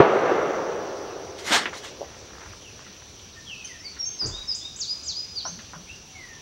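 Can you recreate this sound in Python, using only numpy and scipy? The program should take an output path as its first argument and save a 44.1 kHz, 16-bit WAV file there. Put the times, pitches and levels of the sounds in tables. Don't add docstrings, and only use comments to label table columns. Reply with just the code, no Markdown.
import sys
import numpy as np
from scipy import signal
from scipy.io import wavfile
from scipy.ndimage import uniform_filter1d

SR = 44100
rng = np.random.default_rng(int(sys.argv[2]) if len(sys.argv) > 2 else 0)


def log_audio(samples):
    frames = np.atleast_2d(samples).T
    limited = np.clip(frames, -1, 1)
    pcm = np.round(limited * 32767).astype(np.int16)
    wavfile.write(sys.argv[1], SR, pcm)


N = 282681
TIME = np.arange(N) / SR


def from_db(db):
    return 10 ** (np.asarray(db) / 20)


def unit_rms(x):
    return x / np.sqrt(np.mean(x ** 2) + 1e-20)


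def band(x, low_hz, high_hz, order=2):
    edges = np.clip([low_hz, max(high_hz, low_hz + 10)], 10, SR / 2 - 20)
    return signal.sosfilt(signal.butter(order, edges, "band", fs=SR, output="sos"), x + 1e-18)


def drift(rate_hz):
    step, settle = 40, 2000
    pole = np.exp(-2 * np.pi * rate_hz * step / SR)
    noise = rng.standard_normal(N // step + settle + 2)
    slow = signal.lfilter([1], [1, -2 * pole, pole * pole], noise)[settle:]
    return np.interp(np.arange(N) / step, np.arange(len(slow)), unit_rms(slow))


def add(out, start_s, sound):
    at = max(round(start_s * SR), 0)
    out[at:at + len(sound)] += sound[:N - at]


def coloured(sources, spectrum, tilt_db=0, pivot_hz=1000, flicker_db=0):
    edges = 22 * 2 ** (np.arange(30) / 3)
    points_hz, points_db = np.transpose(spectrum)
    out, power = 0, 0
    for k, (low, high) in enumerate(zip(edges, edges[1:])):
        hz = np.sqrt(low * high)
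        gain = from_db(np.interp(np.log(hz), np.log(points_hz), points_db))
        power += gain ** 2 * (high - low) / (SR / 2)
        octaves = np.log2(max(hz, pivot_hz / 2) / pivot_hz)
        modulation = from_db(tilt_db * octaves + flicker_db * drift(9))
        out += gain * modulation * band(sources[k % 2], low, high, order=3)
    return out / np.sqrt(power)


def swell(full_s, hold_s, level_db, attack_s, release_s):
    early, late = np.maximum(full_s - TIME, 0), np.maximum(TIME - full_s - hold_s, 0)
    return from_db(level_db) * np.exp(-np.minimum(early / attack_s + late / release_s, 30))


def joint_swell(rows):
    return np.sqrt(sum(swell(*row) ** 2 for row in rows))


# frequency_hz, density_db
AIR_SPECTRUM = [(15, -42.5), (25, -11), (82, 5), (113, -1), (198, -3), (260, -5.5), (421, -6.5),
                (537, -10.5), (1660, -14.5), (2120, -17), (2290, -11.5), (4740, -10.5), (5880, -13),
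                (7910, -26.5), (15500, -37.5)]

def air():
    return from_db(-48) * coloured(rng.standard_normal((2, N)), AIR_SPECTRUM, flicker_db=1.69)


# centre_hz, width_hz, level_db
INSECT_BANDS = [(5864, 588, -50.5)]

def insects():
    chorus = 0
    for hz, width, level_db in INSECT_BANDS:
        drone = band(rng.standard_normal(N), hz - width / 2, hz + width / 2, order=3)
        chorus += from_db(level_db) * unit_rms(drone)
    return chorus * from_db(.7 * drift(45))


def whine(pitch_hz=15735, rms_db=-75):
    return from_db(rms_db) * np.sqrt(2) * np.sin(2 * np.pi * pitch_hz * TIME)


# frequency_hz, level_db, t60_s
ROOF_MODES = [(148.25, -5.5, 0.049), (388.3, 7.5, 0.0305), (690, -5, 0.074), (1126.6, -12, 0.131)]
# frequency_hz, density_db
ECHO_SPECTRUM = [(59, -59), (100, -27.5), (157, -16.5), (221, -15), (282, -13.5), (346, -1), (443, 0),
                 (495, -1), (1010, -10), (1160, -9), (1780, -17), (4240, -38), (5840, -53), (9000, -75.5),
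                 (11700, -88), (19800, -120)]
# arrival_s, hold_s, level_db, attack_s, release_s
SHOT_ECHOES = [(0, 0, -10.5, .002, 0.0458), (.01, 0, -18.5, 0.0112, 0.52), (.285, 0, -22, 0.065, 0.23),
               (1.5, 0, -46.5, .5, 0.884)]

def shot(start_s=.00122, rise_s=.001295):
    t = np.maximum(TIME - start_s, 0)
    ring = -sum(from_db(db - 60 * t / t60) * np.sin(2 * np.pi * hz * t) for hz, db, t60 in ROOF_MODES)
    blast = band(ring * (1 - np.exp(-t / rise_s)), low_hz=70, high_hz=2700)
    dulling_db = -2 * np.clip(TIME - .3, -.05, 2)
    roll = coloured(rng.standard_normal((2, N)), ECHO_SPECTRUM, dulling_db, pivot_hz=606, flicker_db=.5)
    return blast + roll * joint_swell(SHOT_ECHOES)


def slur(start_s, length_s, from_hz, to_hz, bend, level_db, crest, edge_db=-13, roundness=1.462):
    progress = np.linspace(0, 1, 60)
    glide = np.expm1(-bend * progress) / np.expm1(-bend)
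    pitch_hz = from_hz + (to_hz - from_hz) * glide
    off_crest = np.maximum((crest - progress) / crest, (progress - crest) / (1 - crest))
    return np.transpose([start_s + length_s * progress, pitch_hz, level_db + edge_db * off_crest ** roundness])


def whistle(contour, waver=.003, harmonics=((1, 0),), fade_s=.0013):
    times, pitch_hz, level_db = np.transpose(contour)
    t = np.arange(times[0], times[-1], 1 / SR)
    jitter = unit_rms(uniform_filter1d(rng.standard_normal(len(t)), size=120))
    glide_hz = uniform_filter1d(np.interp(t, times, pitch_hz), size=200)
    phase = 2 * np.pi * np.cumsum(glide_hz * (1 + waver * jitter)) / SR
    tone = sum(from_db(db) * np.sin(k * phase) for k, db in harmonics)
    fade = np.clip(np.minimum(t - times[0], times[-1] - t) / fade_s, 0, 1)
    out = np.zeros(N)
    add(out, times[0], from_db(np.interp(t, times, level_db)) * fade * tone)
    return out


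def woods(x, t60_s, build_s):
    t = TIME[:SR]
    echoes = rng.standard_normal(SR) * from_db(-60 * t / t60_s) * (1 - np.exp(-t / build_s))
    return signal.fftconvolve(x, echoes / np.linalg.norm(echoes))[:N]


# offset_s, length_s, from_hz, to_hz, bend, level_db, crest_fraction
FAR_PHRASE = [(0, .09, 3503, 2420, .5, 0, .58), (0.214, .1, 2220, 1778, 2.03, -10.5, 0.345)]
# start_s, gain_db
PHRASE_REPEATS = [(1.035, -57), (1.8, -53.5), (2.61, -52.5), (3.46, -41)]
# start_s, length_s, from_hz, to_hz, bend, level_db, crest_fraction
FAR_SLURS = [(3.35, 0.0553, 1857, 1719, -1, -54, 0.45), (3.55, .11, 2672, 2362, -1.5, -50, 0.454),
             (3.785, .125, 1850, 2501, 0.02, -55, .55), (4.314, 0.1105, 3400, 3836, 3.5, -40, 0.43),
             (4.601, 0.1117, 3329, 3788, 3, -40.5, 0.466), (5.869, .08, 2004, 2811, 5, -47, 0.46),
             (6.051, 0.132, 785, 737.3, 0.35, -61, 0.58), (6.133, 0.27, 2299, 1746, 2, -51, 0.096)]

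def far_birds():
    notes = [slur(*note) + [start_s, 0, db] for start_s, db in PHRASE_REPEATS for note in FAR_PHRASE]
    notes += [slur(*row) for row in FAR_SLURS]
    calls = sum(whistle(note, waver=.0075) for note in notes)
    early = from_db(7) * woods(calls, t60_s=.1408, build_s=.0035)
    late = from_db(2) * woods(calls, t60_s=1, build_s=.0027)
    return from_db(4) * calls + early + late


def slips(per_s, spread_db):
    clicks = (rng.random(N) < per_s / SR) * rng.choice([-1, 1], N)
    sizes = from_db(spread_db * np.minimum(rng.exponential(1, N), 4))
    return unit_rms(clicks * sizes)


# frequency_hz, density_db
GRIT_SPECTRUM = [(59, -49.5), (100, -26.5), (258, -13), (438, -17), (564, -6.5), (640, -9), (842, -3.5),
                 (1260, -5), (2220, -0.5), (2470, -7), (3050, -2.5), (6120, -7), (15500, -33)]
# full_s, hold_s, level_db, attack_s, release_s, tilt_db_per_octave
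SCUFF_STROKES = [(1.391, 0.0044, -39.5, 0.0097, 0.0256, 0), (1.476, 0.0395, -28.5, 0.0188, 0.021, -0.12),
                 (1.528, 0.0352, -15.5, 0.0121, 0.0245, -3), (1.59, .04, -34, .02, 0.0313, -4),
                 (1.732, 0.00041, -37, 0.0044, 0.037, -8), (1.744, 0.039, -42, .01, 0.0204, 3),
                 (1.845, 0.0077, -37.5, 0.0112, 0.0337, -.5)]

def scuffs(lag_s=.0024, reflection=.157):
    powers = np.array([swell(*row[:-1]) ** 2 for row in SCUFF_STROKES])
    total_power = powers.sum(axis=0)
    tilt_db = np.array(SCUFF_STROKES)[:, -1] @ powers / total_power
    grit = [slips(per_s=9000, spread_db=1.5) for _ in range(2)]
    direct = np.sqrt(total_power) * coloured(grit, GRIT_SPECTRUM, tilt_db, pivot_hz=2400, flicker_db=-2)
    return direct + reflection * np.interp(TIME - lag_s, TIME, direct, left=0)


# start_s, peak_db, centre_hz, width_hz, swell_s
THUMPS_AND_BOOM = [(1.503, -23.5, 280, 93, 0.0068), (1.575, -31, 340, 320, .04),
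                   (2.462, -37, 80, 48, 0.0232), (4.238, -31.5, 126.8, 47, 0.0265),
                   (4.225, -34.5, 53, 46, 0.0494), (4.22, -31, 352, 253, 0.0333),
                   (5.471, -38, 170.7, 16, 0.0276), (5.569, -42.5, 230, 28, 0.0144),
                   (5.756, -39, 178.3, 29, 0.0227)]

def thumps_and_boom():
    out, t = np.zeros(N), TIME[:SR // 2]
    for start_s, peak_db, hz, width, swell_s in THUMPS_AND_BOOM:
        rumble = band(rng.standard_normal(SR), hz - width / 2, hz + width / 2)[-len(t):]
        boom = rumble * t * np.exp(-t / swell_s)
        add(out, start_s, from_db(peak_db) * boom / np.abs(boom).max())
    return out


# centre_hz, width_hz, gain_db
CANNON_MODES = [(576, 56.6, 1), (1020.6, 23, 0), (1376, 51, -6.5), (1896, 39, -4)]

def cannon_body(x):
    out = 0
    for hz, width, db in CANNON_MODES:
        radius = np.exp(-np.pi * width / SR)
        poles = [1, -2 * radius * np.cos(2 * np.pi * hz / SR), radius ** 2]
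        out += from_db(db) * (1 - radius ** 2) / 2 * signal.lfilter([1, 0, -1], poles, x)
    return out


# start_s, peak_db, low_hz, high_hz, t60_s
KNOCKS_AND_THUD = [(1.6565, -12.5, 640, 3210, 0.1335), (2.008, -27.5, 300, 745, 0.013),
                   (2.0155, -21.5, 290, 895, 0.0089), (2.028, -24, 288, 905, 0.091),
                   (3.195, -38, 2500, 4500, 0.057), (3.965, -40, 1300, 2240, 0.157),
                   (4.214, -33.5, 110, 1645, 1), (5.4529, -23, 579, 1602, 0.17),
                   (5.59, -34, 1010, 3380, 0.166), (5.734, -29.5, 570, 1615, 0.159)]
# start_s, peak_db
ROD_TICKS = [(2.307, -35.5), (2.333, -37.5), (2.354, -34.5), (2.382, -34), (2.416, -35.5), (2.461, -33.5),
             (2.534, -34), (2.793, -36.5), (2.866, -37), (3.021, -40)]
TICK_LOW_HZ, TICK_HIGH_HZ, TICK_T60_S = 680, 1970, .026

def knocks_and_thud(click=9.84, skirt_db=-14, body_db=2.5):
    out, t = np.zeros(N), TIME[:SR // 2]
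    ticks = [(*tick, TICK_LOW_HZ, TICK_HIGH_HZ, TICK_T60_S) for tick in ROD_TICKS]
    for start_s, peak_db, low_hz, high_hz, t60_s in KNOCKS_AND_THUD + ticks:
        burst = rng.standard_normal(len(t)) * from_db(-60 * t / t60_s)
        burst[0] += click
        ring = band(burst, low_hz, high_hz, order=4)
        ring += from_db(skirt_db) * band(burst, low_hz / 2, high_hz)
        ring += from_db(body_db) * cannon_body(ring)
        add(out, start_s, from_db(peak_db) * ring / np.abs(ring).max())
    return out


# full_s, hold_s, level_db, attack_s, release_s
FINGER_RUBS = [(2.1, 0, -52.5, 0.22, 0.186), (2.41, 0.0314, -47.5, 0.11, 0.093),
               (2.82, 0, -52.5, 0.038, 0.18)]

def rubbing():
    crackle = band(slips(per_s=430, spread_db=-1.5), low_hz=727, high_hz=2066)
    return joint_swell(FINGER_RUBS) * unit_rms(crackle)


def syllable(contour, start_s, stretch, semitones, gain_db):
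    return np.array(contour) * [stretch, 2 ** (semitones / 12), 1] + [start_s, 0, gain_db]


# time_s, pitch_hz, level_db
OPENING_CHIP = [(3.643, 2838, -42.5), (3.655, 3150, -32), (3.668, 3100, -44), (3.679, 2290, -37)]
# harmonic_number, level_db
CHIP_PARTIALS = [(1, -6), (2, 2.5), (3, -14)]
# start_s, length_s, from_hz, to_hz, bend, level_db, crest_fraction
NEAR_SLURS = [(3.785, 0.045, 5402, 5355, 1.5, -40, 0.48), (3.843, .05, 4757, 4066, -2, -30.5, 0.44),
              (3.988, .06, 5614, 5375, -3, -22.5, 0.454), (4.047, 0.056, 5676, 6346, 13.5, -24, 0.44),
              (4.878, .086, 4166, 4942, 10, -19.3, .53), (5.154, .08, 4361, 4982, 9, -24.5, 0.275),
              (5.352, .058, 4963, 3606, -1.5, -23.5, 0.408), (5.398, 0.0395, 3700, 3000, 1.5, -42, 0.45),
              (5.44, .073, 4850, 6440, 2.5, -27.5, 0.304)]
# offset_s, pitch_hz, level_db
FLICK_CONTOUR = [(0, 5300, -35.5), (.02, 4994, -20), (.05, 4723, -22.5), (.066, 4390, -38),
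                 (.074, 6315, -25.5), (.085, 7400, -35), (.094, 8705, -54.5), (.106, 6020, -32)]
ARCH_CONTOUR = [(0, 5938, -30), (.014, 7897, -43), (.031, 7370, -38), (.049, 6508, -24), (.06, 4720, -22),
                (.079, 4017, -30), (.1, 3200, -43)]
# start_s, stretch_ratio, shift_semitones, gain_db
FLICK_REPEATS = [(4.188, 1, 0.0038, 0), (4.473, 1.04, .5, -1)]
ARCH_REPEATS = [(4.76, 1, .15, 0), (5.033, 1.02, -0.3456, -.5)]

def near_bird():
    notes = [slur(*row) for row in NEAR_SLURS]
    notes += [syllable(FLICK_CONTOUR, *row) for row in FLICK_REPEATS]
    notes += [syllable(ARCH_CONTOUR, *row) for row in ARCH_REPEATS]
    song = sum(whistle(note, waver=.0028) for note in notes)
    song += whistle(OPENING_CHIP, harmonics=CHIP_PARTIALS)
    song *= from_db(.58 * drift(90))
    early = from_db(-6.5) * woods(song, t60_s=.211, build_s=.0079)
    late = from_db(-8) * woods(song, t60_s=.933, build_s=.0033)
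    return from_db(-2) * song + early + late


def scene():
    bangs_and_handling = shot() + scuffs() + rubbing() + knocks_and_thud() + thumps_and_boom()
    return (bangs_and_handling + near_bird() + far_birds() + air() + insects())[None]


def record(dry, cutoff_hz=15780):
    clipped = np.clip(dry + whine(), -1, 1)
    return signal.sosfilt(signal.ellip(12, .1, 80, cutoff_hz, fs=SR, output="sos"), clipped)


dry = scene()
out = record(dry)
log_audio(out)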